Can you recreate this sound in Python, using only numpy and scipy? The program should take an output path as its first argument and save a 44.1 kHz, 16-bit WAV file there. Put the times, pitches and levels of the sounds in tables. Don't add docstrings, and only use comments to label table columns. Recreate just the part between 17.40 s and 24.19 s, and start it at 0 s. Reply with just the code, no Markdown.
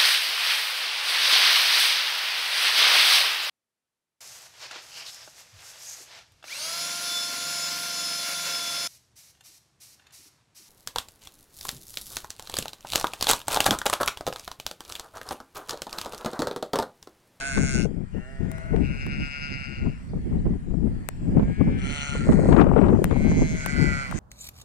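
import sys
import numpy as np
from scipy import signal
from scipy.fft import rfft, irfft, next_fast_len
from scipy.io import wavfile
from scipy.ndimage import uniform_filter1d

SR = 44100
rng = np.random.default_rng(int(sys.argv[2]) if len(sys.argv) > 2 else 0)


def rack_gain(trim_db):
    fader = np.asarray(trim_db, float)
    return 10 ** (fader / 20)


def waveform_to_disk(signal):
    frames = np.transpose(np.atleast_2d(signal))
    scaled = np.clip(frames, -1, 1) * 32767
    samples = np.round(scaled).astype(np.int16)
    wavfile.write(sys.argv[1], SR, samples)


N = 299438


def evened(x):
    return x / np.sqrt(np.mean(x ** 2) + 1e-20)


def curve(rows, t):
    s, *columns = np.transpose(rows)
    return [np.interp(t, s, c) for c in columns]


def wobble(size, top_hz):
    long = next_fast_len(size)
    hz = np.fft.rfftfreq(long, 1 / SR)
    slow = rfft(rng.standard_normal(long)) / (1 + (hz / top_hz) ** 4) * (hz > 0)
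    return evened(irfft(slow, long)[:size])


def add(mix, s, sound):
    part = mix[:, round(s * SR):][:, :sound.shape[1]]
    part += sound[:, :part.shape[1]]


def glides(events, right_db):
    mix = np.zeros((2, N))
    for s, length, from_hz, to_hz, db in events:
        u = np.arange(0, 1, 1 / (length * SR))
        hz = to_hz + (from_hz - to_hz) * (1 - u) ** 1.42
        tone = np.sin(2 * np.pi * np.cumsum(hz) / SR) * np.sin(np.pi * u ** 0.76)
        add(mix, s, tone * rack_gain(np.array([[db], [db + right_db]])))
    return mix


# (frequency [Hz], density [dB per Hz])
FIELD_COLOUR = [(200, -4), (700, 0), (1100, -2.5), (1900, 1), (2800, -10.5), (4500, -14.5), (6500, -16.5),
                (8600, -14), (10300, -25.5), (13300, -36), (14300, -55)]
# (time [s], level [dB])
FIELD_SWELL = [(0, -42), (.6, -60.5), (1.2, -51.5), (2.6, -55), (3.4, -59.5), (3.55, -56.5), (3.9, -55.5),
               (5.3, -54.5), (5.6, -49.5), (6.8, -42.5)]
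FIELD_PAN_DB = 3


def field(same=.4, patch_db=1.6):
    frames, hz = N // 256 + 5, np.fft.rfftfreq(1024, 1 / SR)
    a, b, c, d, patches = rng.standard_normal((5, 513, frames))
    patches = evened(uniform_filter1d(uniform_filter1d(patches, 8, 0), 20, 1))
    left = a + 1j * b
    right = same * left + np.sqrt(1 - same ** 2) * (c + 1j * d)
    f, db = np.transpose(FIELD_COLOUR)
    colour_db = np.interp(np.log(hz + 1), np.log(f), db, left=-60)[:, None]
    z = np.array([left, right]) * rack_gain(colour_db + patch_db * patches * (0.93 + hz[:, None] / 5000))
    x = evened(signal.istft(z, nperseg=1024, noverlap=768)[1][:, :N])
    x = x * rack_gain(curve(FIELD_SWELL, np.arange(N) / SR)[0])
    return np.array([np.roll(x[0], shift=17) * rack_gain(FIELD_PAN_DB / 2), x[1] / rack_gain(FIELD_PAN_DB / 2)])


# (time [s], length [s], from [Hz], to [Hz], level [dB])
CHIRPS = [
    (2.686, .025, 4070, 5020, -64),
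    (2.978, 0.03, 3540, 4600, -68),
]


def bird():
    return glides(CHIRPS, 5.5)


GUST_SHAPE, CALM_DB = 1.178, -45


def gust(events, t):
    power = rack_gain(2 * CALM_DB)
    for s, db, rise_ms, fall_ms in events:
        away = 1000 * abs(t - s) / np.where(t < s, rise_ms, fall_ms)
        power = power + rack_gain(2 * (db - 20 * away ** GUST_SHAPE))
    return 10 * np.log10(power)


# (time of peak [s], peak level [dB], rise by 20 dB [ms], fall by 20 dB [ms])
GUSTS_LEFT = [(.192, -15, 72, 196), (.39, -13.5, 100, 205), (.62, -23, 178, 51), (.775, -21, 74, 49),
              (1.006, -20.5, 21, 264), (1.361, -13.5, 106, 247), (1.8, -25, 284, 103), (2.296, -28, 51, 93),
              (2.465, -17, 92, 89), (2.766, -22.5, 89, 91), (2.919, -20, 38, 226), (3.163, -21, 331, 20),
              (3.426, -15, 239, 200), (3.892, -19.5, 175, 33), (3.97, -14, 75, 88.5),
              (4.11, -15.5, 148, 35), (4.212, -10.5, 38, 52), (4.279, -15, 37, 207), (4.75, -24.5, 66, 297),
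              (4.949, -13.5, 256, 62), (4.989, -13.5, 43, 348.5), (5.09, -9.5, 15, 253),
              (5.195, -12, 49, 258), (5.385, -12, 120.5, 330), (5.531, -12.5, 159, 278),
              (5.725, -14, 46, 230), (5.856, -11.5, 48.5, 155), (6.029, -16, 61, 65),
              (6.14, -18.5, 58.5, 102), (6.429, -13.5, 204, 193)]
GUSTS_RIGHT = [(0.236, -22, 172, 94), (0.353, -21, 40, 46.1), (1.138, -37, 569, 211),
               (1.329, -28, 45, 105.7), (1.422, -27.5, 56, 260), (1.693, -25.5, 180, 90),
               (1.824, -23.5, 91.7, 63.3), (2.142, -28.5, 268, 147.7), (2.391, -26.5, 35.93, 241),
               (2.772, -25.5, 205.7, 81), (2.858, -22.5, 43, 463), (3.071, -14.5, 46.7, 80),
               (3.512, -25, 135, 206), (4.025, -16.5, 293, 147), (4.274, -17, 66.4, 133.8),
               (4.499, -23, 292, 210), (4.763, -21.5, 37, 127), (4.89, -11.5, 29.4, 125),
               (5.132, -19.5, 362, 52), (5.236, -19.5, 116, 147), (5.349, -22, 67.6, 77),
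               (5.487, -19, 86.5, 191), (5.693, -21.5, 173, 95), (5.989, -15, 261, 214),
               (6.524, -32, 222, 32), (6.77, -23.5, 156, 99.6)]
# (time [s], extra treble
# level [dB])
SQUALLS = [
    (.42, -4),
    (1.45, -5),
    (3.4, -6),
    (3.99, 1),
    (4.92, 3),
    (5.2, 10),
    (5.28, 3),
    (5.38, 5),
    (5.47, 6),
    (5.72, 4),
]
# (frequency [Hz], level [dB], gain per dB of gust [dB])
BUFFET = [(22.1, -31, 0.56), (42, -23, 0.85), (118, -24, 0.87), (170.6, -17.5, 1.11), (307.4, -23, 1.44),
          (506, -34, 1.5), (1014, -45.5, 2), (1546, -54.5, 1.81), (3460, -79.5, 1.12)]


def wind(gusts, bass_db, squalls, lump_db=2.0, jab_db=2.2):
    size, t = next_fast_len(N), np.arange(N) / SR
    slow_t = t[::64]
    octave = np.log2(np.fft.rfftfreq(size, 1 / SR) + 1)
    noise = rfft(rng.standard_normal(size))
    gust_db = uniform_filter1d(np.repeat(gust(gusts, slow_t), repeats=64), size=64)[:N]
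    lumps, jabs = 2 * np.tanh(np.array([wobble(N, 29), wobble(N, 98)]) / 2)
    slow_squall_db = 0 * slow_t
    for s, db in squalls:
        slow_squall_db = slow_squall_db + db * np.exp(-((slow_t - s) / 0.068) ** 2)
    squall_db = np.interp(t, slow_t, slow_squall_db)
    centres, out = np.log2([row[0] for row in BUFFET]), np.zeros(N)
    corners = np.r_[centres[0] - 1, centres, centres[-1] + 1]
    for k, (hz, db, steep) in enumerate(BUFFET):
        share = np.interp(octave, corners, np.arange(len(corners)) == k + 1)
        high = np.clip(hz / 900, 0, 1)
        swing_db = gust_db + 13 + lump_db * lumps + high * (jab_db * jabs + squall_db)
        band = evened(irfft(noise * share, size)[:N])
        out += band * rack_gain(db + steep * swing_db + bass_db * (hz < 100))
    return out


# (time [s], peak level [dB], left minus right [dB], treble fall [dB per octave])
SLAPS = [(0.174, -22.5, 18.5, 8), (0.452, -24, 28, 24.5), (0.511, -34, 26, 30), (0.748, -32.5, 25, 30),
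         (1.341, -20, 26, 21), (2.461, -57, 13.5, 6), (2.734, -33, 7, 19.5), (2.774, -48, 15, 10),
         (2.865, -42, -7, 26), (3.054, -36, -13, 12), (3.339, -32, 26, 16), (3.92, -34, -7, 19),
         (3.951, -24, 16, 26), (3.972, -27.5, -7.5, 18), (3.995, -22.5, 0, 14.5), (4.029, -35.5, 1.5, 12),
         (4.208, -24.5, 20, 21), (4.751, -30, 1, 12), (4.87, -28.5, 0, 19), (4.89, -13, -8, 22.5),
         (4.92, -24, 22, 10), (4.991, -17, 19, 24), (5.014, -27, -13, 20.5), (5.035, -20, 10, 20),
         (5.056, -20.5, 2, 18), (5.087, -17, 18.5, 15.5), (5.124, -14, 18.5, 11), (5.164, -13.5, 20, 12.5),
         (5.193, -21, 20, 15.5), (5.205, -22.5, 19.5, 9), (5.211, -12.5, 20, 11.5), (5.216, -17.5, 18, 12),
         (5.267, -13, 18.0, 17.5), (5.362, -13.5, 30, 18), (5.377, -20, 22, 13.5), (5.414, -14.5, 39, 15),
         (5.456, -22, 20, 14), (5.464, -19, 20, 14.5), (5.484, -21, 20, 13), (5.526, -18.5, 5, 19.5),
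         (5.569, -27, 27, 26), (5.59, -18.5, 19, 25), (5.618, -16.5, 8, 25), (5.71, -23.5, 15, 11),
         (5.761, -27, 9, 18), (5.806, -26, 8, 23), (5.847, -28.5, 9, 13.5), (5.914, -24.5, 1, 14),
         (6.018, -20.5, 10, 17)]
SLAP_RISE_S, SLAP_FALL_S, SLAP_HZ, SLAP_TOP_HZ = 0.0024, 0.0067, 419, 5000
SNAP_DB = -4.5


def slaps():
    mix, t = np.zeros((2, N)), np.arange(2048) / SR
    octave = np.log2(np.fft.rfftfreq(2048, 1 / SR) / SLAP_HZ + 1e-3)
    top_loss = 1 + (2 ** octave * SLAP_HZ / SLAP_TOP_HZ) ** 4
    shape = (1 - np.exp(-t / SLAP_RISE_S)) * np.exp(-t / SLAP_FALL_S)
    for s, db, pan_db, fall_db in SLAPS:
        colour = rack_gain(np.where(octave > 0, -fall_db * octave, 9 * octave)) / top_loss
        burst = irfft(rfft(rng.standard_normal((2, 2048))) * colour) * shape
        burst = burst / abs(burst).max(axis=1, keepdims=True)
        snap = np.roll(irfft(colour * rack_gain(2.1 * np.maximum(octave, 0))), shift=130)
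        burst = burst + rack_gain(SNAP_DB) * np.sign(burst[:, 130:131]) * snap / snap.max()
        add(mix, s - .001, burst * rack_gain(db + 7 + np.minimum([[pan_db], [-pan_db]], 0)))
    return mix


# (time [s], length [s], from [Hz], to [Hz], level [dB])
THUMPS = [
    (5.314, 0.008, 1300, 200, -12),
    (6.7228, 0.0083, 1940, 445.6, -22),
]


def thumps():
    return glides(THUMPS, -26.5)


# (time [s], crack level [dB], knock level [dB], right port below left [dB])
TICKS = [
    (1.1162, -25, -27.5, 27),
    (1.1824, -36, -28, 39),
    (1.363, -48, -21, 31),
    (1.666, -31, -22.5, 30),
    (3.688, -13, -13.5, 24),
    (5.6425, -12, -7.5, 24),
    (5.6543, -33, -24, 22),
    (6.2617, -14.5, -11, 35),
    (6.7125, -27, -21, 16),
]
# (frequency [Hz], width [Hz], level [dB], lateness [0 crack, about 1 knock])
CASE = [(9240, 840, 1.5, 0.0023), (13000, 1500, 2, 0.063), (6270, 830, -7.5, 0.054), (1900, 800, 3.5, 0.6),
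        (610, 350, 0.5, 1.17)]


def ticks():
    mix, t = np.zeros((2, N)), np.arange(600) / SR
    for s, crack_db, knock_db, drop_db in TICKS:
        tick = np.zeros((2, len(t)))
        for hz, width, db, low in CASE:
            late = np.maximum(t - 0.001156 * low, 0)
            ring = np.sin(2 * np.pi * hz * rng.uniform(0.915, 1.113) * late) * np.exp(-np.pi * width * late)
            hit_db = knock_db if hz < 4000 else crack_db
            dull_db = .25 * (crack_db + 12) * (hz > 10000)
            far_db = np.array([[0], [-drop_db - 9 * (hz < 4000)]])
            tick += rack_gain(db + hit_db + dull_db + far_db) * ring
        add(mix, s - .0003, tick)
    return signal.sosfilt(signal.butter(12, 15700, fs=SR, output="sos"), mix)


def effort(t, db, attack, swell_db, release, mouth_db):
    along = np.clip((t - t[0]) / (t[-1] - t[0]), 0, 1)
    fade_db = 27.5 * np.clip(1 - (t[-1] - t) / release, 0, 1) ** 3.56
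    arch_db = 2 * (np.sin(np.pi * along) - 1)
    return db + swell_db * (along - .5) + arch_db - fade_db, mouth_db


def resonate(x, hz, width):
    r, turn = np.exp(-np.pi * width / SR), np.exp(2j * np.pi * np.cumsum(hz) / SR)
    two_poles = [[(1 - r) ** 2, 0, 0, 1, -2 * r, r * r]]
    return 2 * (turn * signal.sosfilt(two_poles, x * turn.conj())).real


QUAVER_FROM_S, QUAVER_TO_S, QUAVER_HZ = 1.561, 2.41, 9.43
FLUTTER_DB, RASP_S = 1.2, .0005


def bleat(rows, breath_rule, throat, voice, moves, quaver, air=.17, strain=.03):
    rough, unsteady, lag, lag_growth = voice
    t = np.arange(rows[0][0], rows[-1][0] + .03, 1 / SR)
    along = (t - t[0]) / (t[-1] - t[0])
    (hz,), (effort_db, mouth_db) = curve(rows, t), effort(t, *breath_rule)
    shake = -np.cos(2 * np.pi * QUAVER_HZ * (t - QUAVER_FROM_S) + 0.5 * wobble(len(t), 4.4))
    shake = shake * (t > QUAVER_FROM_S) * (t < QUAVER_TO_S)
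    effort_db = effort_db + 70 * quaver * shake
    mouth_db = mouth_db + 40 * quaver * shake
    turns = np.cumsum(hz * (1 + quaver * shake + unsteady * wobble(len(t), 60))) / SR + 1 - 1e-3
    folds = np.diff(np.floor(turns), prepend=0) * rack_gain(3 * rough * wobble(len(t), 90))
    flap = np.arange(200) / SR / RASP_S
    spread = rfft(rng.standard_normal(200) * flap * np.exp(-flap))
    rasp = signal.oaconvolve(folds, irfft(spread / abs(spread)) * np.exp(-flap / 4))[:len(t)]
    hiss = rng.standard_normal((3, len(t)))
    puffs = evened((.25 + np.exp(-(turns % 1) / .4)) * (hiss[0] + .8 * hiss[1:]))
    weak = strain * (effort_db.max() - effort_db)
    opening = np.sqrt(np.clip((t - t[0]) / breath_rule[1], 0, 1))
    push = rack_gain(effort_db) * np.clip((rows[-1][0] - t) / 0.017, 0, 1) * opening
    out, plain = np.zeros((2, len(t) + 128)), 0
    slow_t = t[::64]
    for k, ((f, width, left_db, right_db), swell_db, bulge_db, slide) in enumerate(zip(throat, *moves)):
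        noisy = np.clip((rough + weak) * min(f / 1500, 1) + air * f / 8000, 0, 1)
        drive = np.sqrt(1 - noisy ** 2) * evened(rasp if f > 4000 else folds) + noisy * puffs
        flutter = np.interp(t, slow_t, wobble(len(slow_t), 18 * 64))
        move_db = swell_db * (along - .5) + bulge_db * (2 * np.sin(np.pi * along) - 1.3)
        move_db = move_db + FLUTTER_DB * min(f / 3000, 1.5) * flutter
        shape = push * rack_gain(mouth_db * max(np.log2(f / 1500), 0) + move_db)
        ring = (-1) ** k * resonate(drive * shape, f * (1 + slide * (along - .5) / 100), width)
        start = 64 + round(np.clip(lag + lag_growth * (min(f, 3000) - 1500) / 1000, -60, 60))
        out[0, start:start + len(t)] += rack_gain(left_db) * ring[0]
        out[1, 64:64 + len(t)] += rack_gain(right_db) * ring[1]
        plain += width * (rack_gain(left_db) ** 2 + rack_gain(right_db) ** 2)
    return out / np.sqrt(plain / SR)


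# (time [s], pitch [Hz])
EWE_NEAR = [(0, 134.9), (.066, 138.9), (.13, 133.7), (.165, 124.4), (.215, 135.5), (.315, 132.2),
            (.35, 125.8), (.42, 119.7), (.465, 112)]
EWE_FAR = [(.73, 112.9), (0.85, 126.6), (.899, 134.7), (1.05, 131.4), (1.2, 127.6), (1.45, 118.8)]
LAMB_FAR = [(1.07, 161.3), (1.13, 162.3), (1.38, 166), (1.479, 165)]
EWE_LONG = [(1.399, 120.4), (1.55, 133.6), (1.65, 137), (1.849, 141.1), (2.049, 141.3), (2.302, 133.1),
            (2.44, 128.4), (2.639, 116.2)]
LAMB_RISING = [(3.85, 172), (4.039, 176.2), (4.199, 188), (4.38, 194.1), (4.501, 191)]
EWE_HOARSE = [(4.37, 129), (4.499, 141.5), (4.719, 142.2), (4.91, 137.2)]
EWE_BEHIND = [(4.72, 119.1), (5.098, 122.7), (5.261, 102)]
LAMB_CLEAR = [(5.682, 130.5), (5.74, 134.8), (5.8, 148.8), (5.859, 156.3), (5.916, 157.8), (6.139, 159),
              (6.351, 155.7)]
EWE_RIGHT = [(6.13, 130.7), (6.25, 136.9), (6.311, 144.8), (6.447, 142.8), (6.551, 139.5), (6.629, 137),
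             (6.691, 128.3), (6.735, 122)]
EWE_LAST = [(6.733, 155), (6.9, 161.5)]
LAMB_SHRILL = [(.72, 301), (.76, 340.5), (.8, 392), (.87, 400), (1.15, 393), (1.34, 387)]
CALLS = [EWE_NEAR, EWE_FAR, LAMB_FAR, EWE_LONG, LAMB_RISING, EWE_HOARSE, EWE_BEHIND, LAMB_CLEAR,
         EWE_RIGHT, EWE_LAST, LAMB_SHRILL]
# (frequency [Hz], width [Hz], left [dB], right [dB])
THROATS_EARLY = [
    [(265, 110, -13.5, -10.5), (666, 76, -4.5, -4), (1517, 166, 1, 7), (2163, 240, -1, -5),
     (2646, 370, -5.5, -36), (4500, 3700, -21, -22.5), (6300, 1600, -15.5, -22.5), (8000, 2700, -23, -28.5)],
    [(393, 330, -14, -8.5), (652, 47, -7.5, -11), (1420, 160, -17, -13), (1850, 300, -13, -17),
     (2330, 160, -21, -35)],
    [(629, 38, -1, -22), (1460, 180, -9, -14), (2050, 214, -13, -22.5), (2730, 250, -28.5, -45)],
    [(670, 260, -21, -18), (1440, 174, 0, -7), (2236, 570, -4.5, -10), (2740, 244, -0.5, -9),
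     (3730, 1250, -24.5, -29.5), (4970, 1040, -19, -26)],
]
THROATS_MIDDLE = [
    [(755, 320, -41, -26), (1625, 330, -10, -15.5), (2215, 310, -10, -17.5), (2960, 1500, -25.5, -29),
     (6060, 4600, -45, -41)],
    [(700, 530, -7.5, -7.5), (1380, 142, 2.5, 7), (2150, 540, 2.5, -9), (2880, 660, 1, -3.5),
     (4140, 460, -13, -9.5), (5860, 210, -8.5, -11), (6470, 370, -9.5, -27), (7400, 3300, -15.5, -18)],
    [(1404, 150, -11.5, -13), (1960, 630, -16.5, -22), (4260, 740, -32.5, -26), (7580, 2500, -26.5, -28.5)],
]
THROATS_LATE = [
    [(660, 120, -11, -25), (1522, 145, -47, -15), (2136, 320, -10, -8.5), (3420, 1100, -27.5, -57),
     (4090, 500, -28, -27), (6420, 1700, -22, -30)],
    [(626, 380, -24, -3), (1455, 180, 4, 12), (1987, 105, 10, 8), (2260, 235, 0, 6.5),
     (3120, 1300, -14.5, -57), (4600, 1030, -15.5, -10), (6740, 2400, -14, -44), (9300, 1000, -26, -45)],
    [(696, 230, -12, -24), (1450, 220, -17, -36), (2000, 370, -24, 3), (6770, 1795, 1.5, -16)],
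    [(780, 430, -19, -8), (2810, 290, -5, -15)],
]
# (roughness [0-1], unsteadiness of pitch [ratio], left lag at 1.5 kHz [samples], growth [samples per kHz])
VOICES = [(.2, .006, -3.5, 11.5), (.15, .0018, -6, 3.5), (.25, .003, 16, 1), (.15, .006, 17, 2),
          (.12, .0012, 18, 1), (.44, .014, -4, 8.5), (.5, .03, 20.5, 3.5), (.02, .0016, -16.5, 4),
          (.22, .002, -17.5, 2.5), (.2, .012, 25, 8), (.2, .0031, 17.5, 1)]
# (effort [dB], attack [s], swell [dB], release [s], mouth opening above 1.5 kHz [dB per octave])
EFFORTS = [(-34, 0.0003, 0, 0.14, 4.5), (-50, 0.08, -11, 0.19, -2), (-42, 0.072, 0, 0.32, 1.5),
           (-36.5, 0.044, 4, 0.88, 0.5), (-46.5, 0.3, 13, 0.055, -1), (-32, 0.12, 4.5, 0.52, 0),
           (-43, 0.014, -8, 0.17, -0.5), (-36, 0.38, -8, 0.16, -1), (-31, 0.16, 4, 0.28, 0.5),
           (-30.5, 0.096, 10, .01, -2), (-64, 0.019, -18, .05, -4.5)]
# (gain [dB], ..)
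SWELLS = [
    [-13, -8, -7.5, -2, 3.5, 2.5, 6, -2],
    [15, -5, -1, -11, 1],
    [1, 2, 1, 1],
    [1, 1, -1, 1, -1, 1],
    [1, 1, 1, 1, 1],
    [4, 12, 2, -5, -8, -1, 1, -3],
    [1, 1, 1, 1],
    [-5, 3, -2.5, -1, -1, 11],
    [1, 1, 1, -1, 1, -1, -1, 1],
    [1, 1, 1, 1],
    [1, -15],
]
# (gain [dB], ..)
BULGES = [
    [0.77, -1.5, 0, 2.5, -1.5, -1.3, -0.5, 1],
    [1, 1, 1, 1, 1],
    [1, 1, 1, 1],
    [1, 0.95, 1.4, 1.3, 1.3, 6],
    [1, 1, 1, 1, 1],
    [1.3, 1.3, 0.5, 2.4, 5.6, 5.3, 10, 1.4],
    [1, 1, 1, 1],
    [1, 1, 0.65, 1, 1.5, 5.4],
    [0.92, 1.8, 1.1, 0.92, 1.1, 2, 3, 0.95],
    [1, 1, 1, 1],
    [1, 0.77],
]
SLIDES = [
    [5, -8, -3.5, 1, 6, 13, -6, 4],
    [1, -1.7, 2, 2, 1],
    [1, 2, 2, 1],
    [-6, -4, -4, 1, 0, -10],
    [1, 1, 1, 1, 1],
    [-1, 3, 8, -4, 2, 3, 16, -1],
    [1, 1, 1, 1],
    [1, 1, -2.1, 1, -1, -2],
    [-3, -7, 2, 3, -1, -7, -13, -7],
    [1, 1, 1, 1],
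    [0.92, 1],
]
ECHO_DB, ECHO_T60_S = -13, 0.1
SPIT_DB, SPIT_SWING_DB = -13, 4.5


def flock():
    mix, throats = np.zeros((2, N)), THROATS_EARLY + THROATS_MIDDLE + THROATS_LATE
    for rows, breath_rule, throat, voice, *moves in zip(CALLS, EFFORTS, throats, VOICES,
                                                        SWELLS, BULGES, SLIDES):
        quaver = 0.015 * (rows is EWE_LONG)
        add(mix, rows[0][0], bleat(rows, breath_rule, throat, voice, moves, quaver))
    t = np.arange(6000) / SR
    sparse = rng.standard_normal((2, len(t))) * (rng.random((2, len(t))) < .05)
    scatter = sparse * rack_gain(-60 * t / ECHO_T60_S) * (t > .004)
    echo = signal.oaconvolve(mix, scatter / np.linalg.norm(scatter[0]), axes=1)[:, :N]
    mix = mix + rack_gain(ECHO_DB) * echo
    spit = signal.sosfilt(signal.butter(8, [12200, 15000], "band", fs=SR, output="sos"), mix)
    spit = spit * rack_gain(SPIT_DB + SPIT_SWING_DB * wobble(N, 25))
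    return spit + signal.sosfilt(signal.butter(10, 10300, fs=SR, output="sos"), mix)


# (frequency [Hz], width [Hz], depth [0-1])
PORTS = [
    [(3747, 180, 0.6), (5080, 140, 0.4)],
    [(3410, 300, 0.7), (6070, 470, 0.8)],
]
CLEAR_FROM_S, CLEAR_TO_S = 0.55, 2.9


def ports(x):
    out, t = [], np.arange(N) / SR
    clear_s = [CLEAR_FROM_S - .1, CLEAR_FROM_S, CLEAR_TO_S, CLEAR_TO_S + .1]
    shaded = 1 - np.interp(t, clear_s, [0, 1, 1, 0])
    for side, notches in zip(x, PORTS):
        for hz, width, depth in notches:
            peak = signal.lfilter(*signal.iirpeak(hz, hz / width, SR), side)
            side = side - depth * (shaded if hz > 4000 else 1) * peak
        out.append(side)
    return np.array(out)


def scene():
    outside = ports(field() + bird() + flock())
    gusts = np.array([wind(GUSTS_LEFT, 0.1, SQUALLS), wind(GUSTS_RIGHT, -0.5, [])])
    return outside + gusts + slaps() + thumps() + ticks()


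HOLE_DB, HOLE_FROM_HZ = -4.4, 3000


def pruned(x):
    hz, t, z = signal.stft(x, SR, nperseg=1024)
    power = (abs(z) ** 2).sum(0)
    near = uniform_filter1d(uniform_filter1d(power, size=5, axis=0), size=4, axis=1)
    around = np.exp(uniform_filter1d(np.log(near + 1e-20), size=25, axis=0))
    keep = (near > rack_gain(2 * HOLE_DB) * around) | (hz[:, None] < HOLE_FROM_HZ)
    top = near[hz > 12000].sum(0)
    keep = keep | (top > 300 * np.median(top))
    return signal.istft(z * np.where(keep, 1, .03), SR, nperseg=1024)[1][:, :N]


def roll_off(x):
    return signal.sosfilt(signal.butter(12, 16680, fs=SR, output="sos"), x)


def record(dry):
    bent = dry / (1 + (abs(dry) / 1.06) ** 4) ** .25
    return roll_off(pruned(bent))


dry = scene()
out = record(dry)
waveform_to_disk(out)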